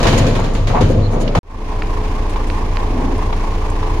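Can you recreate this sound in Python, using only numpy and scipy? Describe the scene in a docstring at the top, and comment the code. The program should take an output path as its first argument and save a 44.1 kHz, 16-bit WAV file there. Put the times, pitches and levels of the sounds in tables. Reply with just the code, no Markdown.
"""A sheet-steel door slides down its guides in a concrete livestock chute, a diesel idling beyond the
walls. Impacts and friction excite the sheet's modes, so it knocks, scrapes, groans and booms. As it
lands, near 1.4 s, the scene cuts to the yard, where the six-cylinder truck fades in, idling in the
open: each firing gives an exhaust pulse, a knock and a hiss. From 1.8 s grit ticks nearby, and
around 3 s a hollow rumble swells once."""
import sys
import numpy as np
from scipy import signal
from scipy.fft import rfft, irfft
from scipy.io import wavfile
from scipy.ndimage import uniform_filter1d

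SR = 44100
rng = np.random.default_rng(int(sys.argv[2]) if len(sys.argv) > 2 else 0)


def waveform_to_disk(signal):
    """Save audio, clipped to [-1, 1], as 16-bit WAV at the path in sys.argv[1]."""
    frames = np.transpose(np.atleast_2d(signal))
    scaled = np.clip(frames, -1, 1) * 32767
    samples = np.round(scaled).astype(np.int16)
    wavfile.write(sys.argv[1], SR, samples)


N = 176400
T = np.arange(N) / SR
HZ = np.fft.rfftfreq(N, 1 / SR)

# Strength of each cylinder, in firing order: knock_db, hiss_db
CYLINDERS = [(-1, 2), (-1.5, 2.5), (-2.5, 3), (1, 3.5), (2.5, 3), (1.5, 2)]


def amp(db):
    """Decibels to amplitude ratio."""
    return 10 ** (np.asarray(db) / 20)


def curve(points):
    """Gain envelope through points of time_s, level_db."""
    return amp(np.interp(T, *np.transpose(points)))


def over_frequency(points):
    """A table interpolated along log frequency."""
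    hz, value = np.transpose(points)
    return np.interp(np.log(HZ + 1), np.log(hz), value)


def pan(db):
    """Direction by level difference: left exceeds right by db."""
    return amp(np.array([[db], [-db]]) / 2)


def noise(colour, grain_db=0):
    """Filtered, partly coherent stereo noise of unit RMS; random modulation makes it gritty."""
    # Left-right coherence: frequency_hz, coherence_ratio
    likeness = [(60, 0.92), (130, 1), (260, 0.99), (500, 0.53), (1000, 0.58), (2000, 0.01), (8000, 0)]
    grain = amp(grain_db * np.repeat(rng.standard_normal(N // 30 + 1), 30)[:N])
    band_edges = HZ ** 2 / (HZ ** 2 + 400) / (1 + (HZ / (2 * colour[-1][0])) ** 4)
    mid, side = rfft(rng.standard_normal((2, N)) * grain) * amp(over_frequency(colour)) * band_edges
    coherence = np.clip(over_frequency(likeness), 0, 1)
    mid, side = mid * np.sqrt(1 + coherence), side * np.sqrt(1 - coherence)
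    stereo = irfft(np.array([mid + side, mid - side]), N)
    return stereo / stereo.std()


def wander(points):
    """Random drift through Gaussian values spread evenly over the scene."""
    return np.interp(T, np.linspace(0, T[-1], points), rng.standard_normal(points))


def since(start_s):
    """Seconds elapsed after start_s, zero before it."""
    return np.maximum(T - start_s, 0)


def burst(start_s, fall_s):
    """Transient envelope: a millisecond of attack, then exponential decay."""
    return np.minimum(since(start_s) * 1000, 1) * np.exp(-since(start_s) / fall_s)


def arch(start_s, length_s):
    """Rounded envelope: the root of half a sine."""
    return np.sqrt(np.sin(np.pi * np.clip((T - start_s) / length_s, 0, 1)).clip(0))


def mode(hz, t60):
    """One second of a damped oscillator's free vibration."""
    return np.sin(2 * np.pi * hz * T[:SR]) * np.exp(-np.log(1000) * T[:SR] / t60)


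def chute_rumble():
    """Reflection traps low sound between the walls; it ebbs in the second half of the slide."""
    # Rumble spectrum: frequency_hz, density_db
    colour = [(20, -23), (32, -9), (50, -1), (64, -19), (100, -3.5), (160, -15), (300, -43)]
    return noise(colour) * curve([(0, -20.5), (.4, -21), (.65, -19), (1.39, -29.5)])


def scuffs():
    """Friction on the gritty yard gives faint bursts of high noise."""
    # Scuffs: start_s, fall_s, level_db
    events = [(1.875, .005, -47), (2.295, .02, -42), (2.47, 0.06, -46), (3.178, 0.0066, -42.5),
              (3.70, .008, -37.5)]
    # Scuff spectrum: frequency_hz, density_db
    colour = [(3000, -22), (6000, -3), (7000, 3), (9500, 1), (12000, -11), (16000, -18)]
    return noise(colour, grain_db=4) * sum(amp(db) * burst(s, fall) for s, fall, db in events)


def hollow_rumble():
    """Noise with a narrow spectral peak sounds hollow; it swells once and gathers into a wavering hum."""
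    # Rumble spectrum: frequency_hz, density_db
    colour = [(100, -25), (170, -6), (220, -7.5), (258, 4), (300, -7.5), (380, -8), (500, -16),
              (700, -14.5), (1400, -30), (3000, -55)]
    # Rumble envelope: time_s, level_db
    rumble_levels = [(2.75, -36.5), (2.95, -27), (3.02, -22), (3.085, -19.5), (3.16, -27), (3.3, -37),
                     (3.6, -53)]
    # Hum envelope: time_s, level_db
    hum_levels = [(2.85, -55), (2.94, -34), (3.02, -36), (3.085, -18), (3.16, -23.5), (3.25, -55)]
    hum_hz = 258 * (1 + 0.024 * wander(200))
    hum = np.sin(2 * np.pi * np.cumsum(hum_hz) / SR)
    return noise(colour) * curve(rumble_levels) + hum * curve(hum_levels)


def grit_ticks():
    """Grit ticks close by: each tick is a minimum-phase impulse response, a snap with a short ring."""
    # Ticks: start_s, peak_db, pan_db, lowpass_hz
    events = [(1.8216, -10.5, 0, 2800), (1.8238, -14.5, 0, 2800), (1.848, -23, 0, 2800),
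              (2.5012, -15, -13, 7000), (2.7707, -12.5, -14.5, 7000)]
    # Tick spectrum: frequency_hz, density_db
    colour = [(300, -35), (1200, 11), (2500, 14), (3400, 3), (4600, 8), (6500, -25), (10000, -27),
              (16000, -38)]
    out = np.zeros((2, N))
    for start_s, peak_db, pan_db, lowpass_hz in events:
        log_gain = np.log(amp(over_frequency(colour)) / np.sqrt(1 + (HZ / lowpass_hz) ** 4))
        causal_cepstrum = irfft(log_gain, N) * 2 * (np.arange(N) < N // 2)
        click = irfft(np.exp(rfft(causal_cepstrum)), N)[:2048]
        start = round(start_s * SR)
        out[:, start:start + len(click)] += amp(peak_db) * pan(pan_db) * click / abs(click).max()
    return out


def exhaust(orders, firing_hz, firing_at_s):
    """Periodic exhaust pulses form harmonics of the six-firing cycle; the upper ones waver most."""
    jitter_s, waver_db = 0.0002, 3.0
    cycles = (T - firing_at_s + jitter_s * wander(30)) * firing_hz / len(CYLINDERS)
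    pressure = 0
    for order, db in orders:
        gain = amp(db + waver_db * min(order / 40, 1) * wander(30))
        pressure -= gain * np.cos(2 * np.pi * order * cycles)
    return pressure * pan(-0.06)


def engine_beyond_walls():
    """Walls pass low frequencies best: only the diesel's low exhaust orders reach the chute."""
    # Exhaust harmonics: order, peak_db
    orders = [(6, -13), (9, -40), (11, -33.5), (18, -47), (21, -35.5), (24, -33.5)]
    return exhaust(orders, firing_hz=28.04, firing_at_s=0.6)


def engine_clacks():
    """Four harder clacks from the engine: transients with their energy near 1 kHz."""
    # Clacks: start_s, level_db
    events = [(1.968, -26), (2.359, -20), (3.327, -15.5), (3.829, -21)]
    # Clack spectrum: frequency_hz, density_db
    colour = [(300, -29), (700, -5), (1000, 10), (1400, -12), (2200, -11), (4000, -17), (8000, -45.5)]
    return noise(colour) * sum(amp(db) * burst(s, fall_s=.009) for s, db in events)


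def engine_in_yard():
    """Combustion modulates the block's drone, the knock and the hiss at the exhaust's firing rate."""
    # Exhaust harmonics: order, peak_db
    orders = [(6, -14.5), (9, -27), (12, -29), (13, -37), (16, -62), (18, -25.5), (20, -31), (21, -53),
              (24, -48), (39, -43.5), (46, -40.5), (54, -45), (65, -35), (73, -40), (92, -34.5)]
    # Spectra of block drone, diesel knock and hiss: frequency_hz, density_db
    block_colour = [(30, 7), (90, 7.5), (130, 1), (200, -1), (300, -4), (440, 0), (560, -4.5), (800, -7),
                    (1300, -46), (3000, -36)]
    knock_colour = [(350, -30), (600, -13.5), (800, -1), (920, 1.5), (1050, 4), (1160, -2), (1320, -16),
                    (1800, -14), (4000, -28)]
    hiss_colour = [(600, -14), (1400, 0.5), (2400, 1), (3400, -5.5), (5200, -9), (6900, -12.5),
                   (7800, -23.5), (9800, -19), (13500, -32), (15500, -26)]
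    firing_hz, firing_at_s, lag_firings, scatter_db = 27.965, 2.206, 0.6, 0.6
    firings = (T - firing_at_s) * firing_hz
    count = np.floor(firings).astype(int)
    cylinder_db = np.array(CYLINDERS, float)[count % len(CYLINDERS)].T
    firing_db = cylinder_db + scatter_db * rng.standard_normal(256)[count]
    knock_db, hiss_db = uniform_filter1d(firing_db, size=200)
    beat = np.cos(2 * np.pi * (firings - lag_firings))
    rattle_db = 1.2 * wander(800)  # 5 ms grains
    block = noise(block_colour) * amp(-27 + 0.5 * beat)
    knock = noise(knock_colour, grain_db=1) * amp(-30.5 + knock_db + rattle_db + 2 * beat)
    hiss = noise(hiss_colour, grain_db=1.5) * amp(-40.5 + hiss_db + 1.5 * beat)
    return block + (knock + hiss) * pan(-1) + exhaust(orders, firing_hz, firing_at_s)


def latch():
    """A brief impact has a broad spectrum: the latch clicks just before the door lands."""
    # Latch spectrum: frequency_hz, density_db
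    colour = [(600, -22), (1400, -8), (2500, 5), (3400, -2), (4700, -3), (6500, -17), (8000, -32),
              (16000, -45)]
    return noise(colour) * amp(-25) * burst(start_s=1.277, fall_s=.009) * pan(-10)


def guides():
    """Friction of steel on steel gives broadband rasps and one narrowband squeak."""
    # Rasps: start_s, length_s, level_db
    events = [(0.174, 0.024, -27), (0.394, 0.013, -39), (0.534, .025, -39.5), (0.88, 0.056, -43.5),
              (1.106, 0.058, -44), (1.2, 0.036, -37)]
    # Rasp spectrum: frequency_hz, density_db
    colour = [(3000, -15), (5500, -4), (6600, 2.5), (7000, 5), (7600, -9), (9000, -5.5), (9500, -5.5),
              (10500, -14), (13000, -18), (16000, -18)]
    rasps = noise(colour, grain_db=1) * sum(amp(db) * arch(s, length) for s, length, db in events)
    squeak_hz, width_hz = 4140, 220
    peak = [(squeak_hz + k * width_hz, db) for k, db in [(-3, -45), (-1, -4), (0, 0), (1, -4), (3, -45)]]
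    return rasps + noise(peak) * arch(start_s=1.02, length_s=0.065) * amp(-43) * pan(-14)


def groans():
    """Where the door binds, stick-slip motion drives a cluster of wavering resonances."""
    # Moments of binding: start_s, length_s, level_db
    binds = [(0.386, 0.013, -29), (0.739, 0.051, -17), (1.118, 0.081, -28.5)]
    # Driven resonances: pitch_hz, level_db
    resonances = [(702, 0.5), (740, 2), (850, -1), (885, -3.5), (975, -0.5), (1030, -9), (1158, -5.5)]
    waver_hz, rise_s, fall_s = 22.3, .004, 0.023
    tone = np.zeros((2, N))
    for channel in tone:
        for hz, db in resonances:
            cycles = np.cumsum(hz + waver_hz * wander(600)) / SR + rng.random()
            channel += amp(db) * np.sin(2 * np.pi * cycles)
    tone = tone + .15 * tone[::-1]  # a little of each side in the other
    grip = sum(amp(db) * np.minimum(since(s) / rise_s, 1) * np.exp(-since(s + length) / fall_s)
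               for s, length, db in binds)
    return tone / tone.std() * grip


def panel_booms():
    """Jolts excite the lowest bending modes of the whole sheet, which thumps as it lands on the sill."""
    # Jolts: start_s, level_db
    jolts = [(0.05, -14.5), (0.19, -13), (0.799, -10), (0.946, -14), (1.366, -10.5)]
    # Bending modes: pitch_hz, level_db, t60_s
    bending_modes = [(80.9, -1, 0.7), (102.37, 1, 1), (131.5, -3.5, 0.27), (146.1, 1, 0.44)]
    rise_s, landing_s = 0.014, 1.357
    ring = sum(amp(db) * mode(hz, t60) for hz, db, t60 in bending_modes) * np.minimum(T[:SR] / rise_s, 1)
    booms = sum(amp(db) * np.interp(T - s, T[:SR], ring, 0, 0) for s, db in jolts)
    thump = amp(-11.5) * np.interp(T - landing_s, T[:SR], mode(hz=171.5, t60=0.19), 0, 0)
    return (booms + thump) * pan(0.5)


def door():
    """Impacts and sliding friction add in power and drive the dense resonances of the steel sheet."""
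    # Impacts on the guides: start_s, body_db, clang_db, clatter_db
    knocks = [(0.0, -32, -21.5, -24.5), (0.027, -22, -17.5, -18.5), (0.052, -12.5, -12.5, -25),
              (0.067, -31, -26, -16), (0.103, -27, -36, -40), (0.124, -16, -17.5, -22.5),
              (0.175, -23, -21, -21.5), (0.264, -23, -29, -23), (0.351, -24, -23, -26.5),
              (0.389, -21, -20, -43), (0.438, -20.5, -29, -29), (0.549, -27, -28, -28),
              (0.67, -39, -27, -25), (0.697, -22, -19.5, -45), (0.747, -20, -16.5, -47),
              (0.767, -27, -16.5, -47), (0.807, -11, -25, -24.5), (0.898, -13.5, -33, -37),
              (0.957, -16, -43, -50), (1.132, -17.5, -25.5, -59), (1.160, -17.5, -40, -46),
              (1.211, -16.5, -45, -33.5), (1.349, -12.5, -13, -24.5), (1.37, -33, -42, -35)]
    # Decay time constants, a row each for body, clang and clatter: fall_s, ring_s
    decays = [(0.022, 0.13), (0.021, 0.078), (0.025, 0.12)]
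    # Spectra of those three parts: frequency_hz, density_db
    body_colour = [(70, -35), (125, 3), (170, -4), (250, 2.5), (340, -4), (520, -1), (700, -14),
                   (1200, -43)]
    clang_colour = [(300, -21), (550, -4), (720, -2.5), (1000, -3), (1250, -7), (1600, -16), (2500, -19),
                    (5000, -50)]
    clatter_colour = [(700, -24), (1600, 1.5), (2900, -0.5), (4300, -2.5), (5800, -9.5), (6900, -6.5),
                      (7700, -19.5), (9000, -17.5), (13000, -30), (16000, -29)]
    # Sliding friction envelope: time_s, level_db
    slide_levels = [(0, -22), (.2, -19.5), (.45, -24.5), (.64, -28), (.76, -22.5), (.95, -26),
                    (1.08, -26.5), (1.2, -25), (1.33, -26)]
    # Sheet resonances: pitch_hz, gain_db, t60_s
    sheet_modes = [(239.7, -2, 0.24), (306, -1.5, 0.54), (447.4, -5, 0.83), (496, -8, 0.52),
                   (582, 2.5, 0.87), (701, 5, 0.33), (730, -2, 0.31), (882, -3, .4), (966, -9, 0.44),
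                   (1183, 2.5, 0.55), (1900, 2, .4), (2370, -3, 0.34), (3060, 5, 0.22), (4160, 0, 0.15)]
    attack_s, ring_db = 0.0029, -7.5
    friction_db, pan_db = (0, -6.5, -16), (2.5, 1.4, -1.4)  # body, clang, clatter
    drive = np.zeros((2, N))
    for part, colour in enumerate((body_colour, clang_colour, clatter_colour)):
        fall_s, ring_s = decays[part]
        power = (curve(slide_levels) * amp(friction_db[part])) ** 2
        for start_s, *levels_db in knocks:
            age = since(start_s)[:2 * SR]
            onset = amp(levels_db[part]) * np.minimum(age / attack_s, 1)
            decay = np.exp(-2 * age / fall_s) + amp(ring_db) ** 2 * np.exp(-2 * age / ring_s)
            power[:2 * SR] += onset ** 2 * decay
        drive += noise(colour, grain_db=1.5) * np.sqrt(power) * pan(pan_db[part])
    # Each mode is scaled to have its gain_db at resonance.
    response = sum(amp(db) * mode(hz, t60) * 2 * np.log(1000) / (t60 * SR) for hz, db, t60 in sheet_modes)
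    return drive + signal.fftconvolve(drive, response[None], axes=1)[:, :N]


def scene():
    """Sources superpose in each place: first the chute, then a cut, then the yard fading in."""
    # Fade into the yard: time_s, gain_db
    yard_fade = [(1.432, -26), (1.52, -11), (1.6, -6.5), (1.7, -3), (1.85, -.5), (2.6, 0), (3.3, 0.27),
                 (4, 0.6)]
    cut_s, yard_s = 1.3905, 1.432
    chute = chute_rumble() + engine_beyond_walls() + latch() + guides() + groans() + panel_booms() + door()
    yard = scuffs() + hollow_rumble() + engine_clacks() + engine_in_yard()
    chute_gate = np.clip((cut_s - T) * 1000, 0, 1)
    return chute * chute_gate + yard * curve(yard_fade) * (T > yard_s) + grit_ticks()


def record(dry):
    """Soft saturation rounds the peaks; a low-pass filter then limits the band."""
    rounded = dry / (1 + abs(dry) ** 8) ** (1 / 8)
    lowpass = signal.firwin(511, cutoff=15950, window=("kaiser", 9), fs=SR)
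    return signal.oaconvolve(rounded, lowpass[None], "same")


dry = scene()
out = record(dry)
waveform_to_disk(out)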